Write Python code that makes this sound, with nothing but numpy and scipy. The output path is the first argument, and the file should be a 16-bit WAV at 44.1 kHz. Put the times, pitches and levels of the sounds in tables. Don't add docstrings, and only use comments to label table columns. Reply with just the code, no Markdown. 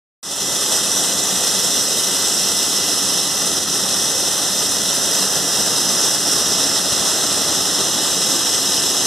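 import sys
import numpy as np
from scipy import signal
from scipy.fft import rfft, irfft, next_fast_len
from scipy.io import wavfile
from scipy.ndimage import uniform_filter1d

SR = 44100
rng = np.random.default_rng(int(sys.argv[2]) if len(sys.argv) > 2 else 0)


def generate_wav(sig):
    pcm = np.round(np.clip(np.atleast_2d(sig).T, -1, 1) * 32767).astype(np.int16)
    wavfile.write(sys.argv[1], SR, pcm)


N = 399546

# t/s, level/dB
GRAIN_FLOW = [(0.5, -18.6), (1.25, -19), (1.55, -17.8), (2.4, -18.1), (3.5, -19), (4.9, -18.9),
              (5.9, -18.4), (6.6, -17.7), (9.06, -18.3)]
# f/Hz, level/dB
HISS_SPECTRUM = [(1200, -36), (2500, -14.5), (3400, -5), (4000, -4.5), (4700, -4), (5300, 0), (5950, -1),
                 (6600, -7.5), (7750, -4.5), (8900, -9.5), (10200, -10), (10900, -15.5), (12500, -16.5),
                 (14200, -18)]
# t/s, level/dB
FIZZ_RIDE = [(0.5, .4), (6.2, .1), (6.5, -1.2), (7.9, -1.3), (9.06, -.1)]
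# f/Hz, level/dB
ROAR_SPECTRUM = [(20, -29), (35, -31), (52, -21), (90, -9.5), (160, -2.5), (400, 1), (720, -1.5),
                 (1020, -5.5), (1250, -1.5), (1600, -6.5), (1950, -5), (2600, -13), (4500, -33)]
# f/Hz, width/Hz, level/dB
HOLD_BOOMS = [(63, 6, 4), (79, 6, 4), (150, 14, 1.5), (188.5, 23, 4.5), (256, 18, -3.5), (278, 16, 3.5),
              (307, 8, -2), (407, 45, 1), (456, 17, -2)]
# f/Hz, width/Hz, level/dB
HOLLOWS = [(2281, 240, -20.5), (4528, 500, -11.5), (6970, 460, -3.5), (13360, 550, -11)]
# f/Hz, likeness/0-1
STEREO_LIKENESS = [(25, .55), (43, .68), (64, .95), (140, 0.99), (450, .988), (700, 1), (850, 1), (3800, 1),
                   (4500, 0.92), (5400, 0.9), (6300, 0.9), (8000, 0.71), (10000, 0.68), (11500, .77),
                   (13000, .76), (13800, .99)]
# f/Hz, level/dB
MOTOR_HUMS = [(80, -54), (188.4, -48.5), (276, -47), (283, -50), (401, -47.8)]
# t/s, level/dB
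SLUGS = [(0.74, 1.7), (1.01, 1.7), (1.89, -1.6), (3.3, -1.2), (3.66, -2.2), (5.19, 1.8), (5.45, -1.5),
         (5.57, 1.3), (6.05, 2), (6.22, -1.2), (6.34, 1.7), (6.63, 1.2), (6.85, -1.1), (7.08, 1.3),
         (8.33, 1.3)]
# t/s, half-length/s, level/dB
RING_SWELLS = [(1.75, .6, 10), (6.65, .5, 14)]
# t/s, tilt/0-1
MIC_TILT = [(2.8, 0), (4.9, .45), (5.5, 1), (7.0, .75), (9.06, .3)]
# f/Hz, phase/rad
BASS_LEAD = [(20, .2), (45, .95), (65, 1), (96, .82), (150, 0.5), (320, 0.3), (750, 0)]
# f/Hz, strength/0-1; then its comb spacing
PORT_ECHO, COMB_HZ = [(3800, .0016), (4500, .53), (6600, .64), (9000, .66), (11000, .38),
                      (13500, .1)], 2160


def gain_of(db):
    return 10 ** (np.asarray(db) / 20)


def unit_rms(x):
    return x / np.sqrt(np.mean(x ** 2) + 1e-20)


def curve_at(points, hz):
    f, value = np.transpose(points)
    return np.interp(np.log(hz + 1), np.log(f + 1), value)


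def ride(rows):
    return np.interp(np.arange(N) / SR, *np.transpose(rows))


def swell(at_s, half_s):
    return np.exp(-((np.arange(N) / SR - at_s) / half_s) ** 2)


def bells(rows, hz):
    return sum(db / (1 + (2 * (hz - f) / width) ** 2) for f, width, db in rows)


def filtered(x, response):
    size = next_fast_len(N + 8192)
    return irfft(rfft(x, size) * response(np.fft.rfftfreq(size, 1 / SR)), size)[..., :N]


def flutter(low_hz, high_hz):
    noise = rng.standard_normal(N)
    return unit_rms(filtered(noise, lambda hz: hz / (hz + low_hz) / (1 + (hz / high_hz) ** 2)))


def mottled(pair, depth_db, size, bins, frames):
    window = dict(nperseg=size, noverlap=size * 3 // 4)
    spectra = signal.stft(pair, **window)[2]
    patches = uniform_filter1d(rng.standard_normal(spectra.shape[1:]), bins, axis=0)
    patches = unit_rms(uniform_filter1d(patches, frames, axis=1))
    return signal.istft(spectra * gain_of(depth_db * patches), **window)[1][:, :N]


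def turbulence(patch_db, ripple_db):
    churn = mottled(rng.standard_normal((2, N)), patch_db, size=512, bins=8, frames=17)
    return mottled(churn, ripple_db, size=2048, bins=4, frames=130)


def voiced(pair, tone_db):
    likeness = lambda hz: np.clip(curve_at(STEREO_LIKENESS, hz), 0, 1)
    tone = lambda hz: gain_of(tone_db(hz) + bells(HOLLOWS, hz))
    mids = filtered(pair, lambda hz: tone(hz) * np.sqrt(1 + likeness(hz)))
    mid = unit_rms(mids[0])
    side = filtered(pair[1], lambda hz: tone(hz) * np.sqrt(1 - likeness(hz))) / np.std(mids[1])
    return np.array([mid + side, mid - side])


def kernel_ticks(per_s=2500, spread_db=2.7):
    strength = gain_of(spread_db * np.minimum(rng.exponential(1, (2, N)), 6))
    polarity = rng.choice([-1, 1], (2, N))
    hits = rng.random((2, N)) < per_s / SR
    return unit_rms(strength * polarity * hits)


def grain_hiss(tick_db=-9, fizz_hz=6800):
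    rush = turbulence(patch_db=.77, ripple_db=1.6)
    ticks = gain_of(tick_db) * kernel_ticks()
    hiss = voiced(rush + ticks, lambda hz: curve_at(HISS_SPECTRUM, hz))
    body = filtered(hiss, lambda hz: 1 / (1 + (hz / fizz_hz) ** 8))
    return body + (hiss - body) * gain_of(ride(FIZZ_RIDE))


def air_roar(slug_db, base_db=-28.3, tilt_db=2.1, rumble_hz=170, rumble_db=-.3):
    air = turbulence(patch_db=.7, ripple_db=.9)
    air = voiced(air, lambda hz: curve_at(ROAR_SPECTRUM, hz) + bells(HOLD_BOOMS, hz))
    rumble = filtered(air, lambda hz: 1 / (1 + (hz / rumble_hz) ** 4))
    roar = (air - rumble) * gain_of(slug_db) + rumble * gain_of(rumble_db)
    return roar * gain_of(base_db + tilt_db * ride(MIC_TILT))


def motor_hum(drift_hz=.87, waver_db=2):
    hum = np.zeros(N)
    for hz, db in MOTOR_HUMS:
        level = gain_of(db + waver_db * flutter(.27, 3.7))
        cycles = np.cumsum(hz + drift_hz * flutter(.27, 4)) / SR
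        hum += level * np.sin(2 * np.pi * cycles)
    return np.sqrt(2) * hum


def blower_whine(blade_hz=2006, drift_hz=1.2, base_db=-45, tilt_db=-7, waver_db=2.5):
    cycles = np.cumsum(blade_hz + drift_hz * flutter(.2, 2.8)) / SR
    level_db = base_db + tilt_db * ride(MIC_TILT) + waver_db * flutter(.5, 6)
    return np.sqrt(2) * np.sin(2 * np.pi * cycles) * gain_of(level_db)


def grain_slugs(half_s=.05):
    return sum(db * swell(at_s, half_s) for at_s, db in SLUGS)


def pipe_ring(ring_hz=5350, width_hz=110, base_db=-44):
    ring = filtered(rng.standard_normal(N), lambda hz: 1 / (1 + (2 * (hz - ring_hz) / width_hz) ** 2))
    lift_db = sum(db * swell(at_s, half_s) for at_s, half_s, db in RING_SWELLS)
    return unit_rms(ring) * gain_of(base_db + lift_db)


def hand_bump(at_s=5.6, half_s=.025, level_db=-46, top_hz=55):
    thud = filtered(rng.standard_normal((2, N)), lambda hz: 1 / (1 + (hz / top_hz) ** 4))
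    return unit_rms(thud) * gain_of(level_db) * swell(at_s, half_s)


def scene(roar_surge_db=.62, grain_surge_db=.66):
    slug_db = grain_slugs()
    surge = flutter(low_hz=4.5, high_hz=29)
    roar = air_roar(slug_db)
    grain = grain_hiss() * gain_of(ride(GRAIN_FLOW) + slug_db) + pipe_ring()
    suction = grain * gain_of(grain_surge_db * surge) + roar * gain_of(roar_surge_db * surge)
    return suction + motor_hum() + blower_whine() + hand_bump()


def mic_ports(hz):
    echo = curve_at(PORT_ECHO, hz) * np.exp(-2j * np.pi * hz / COMB_HZ)
    right = (1 - echo) * np.exp(-1j * curve_at(BASS_LEAD, hz))
    return 2 * np.array([np.ones_like(right), right]) / (1 + right)


def record(dry, on_s=.2295, fade_from_db=-12.5, settle_s=.125, top_hz=14300):
    since_on = np.arange(N) / SR - on_s
    fade_in = (since_on > 0) * gain_of(fade_from_db * np.exp(-np.maximum(since_on, 0) / settle_s))
    high_cut = signal.firwin(1023, top_hz, window=("kaiser", 9), fs=SR)
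    return signal.oaconvolve(filtered(dry, mic_ports) * fade_in, high_cut[None], "same")


dry = scene()
out = record(dry)
generate_wav(out)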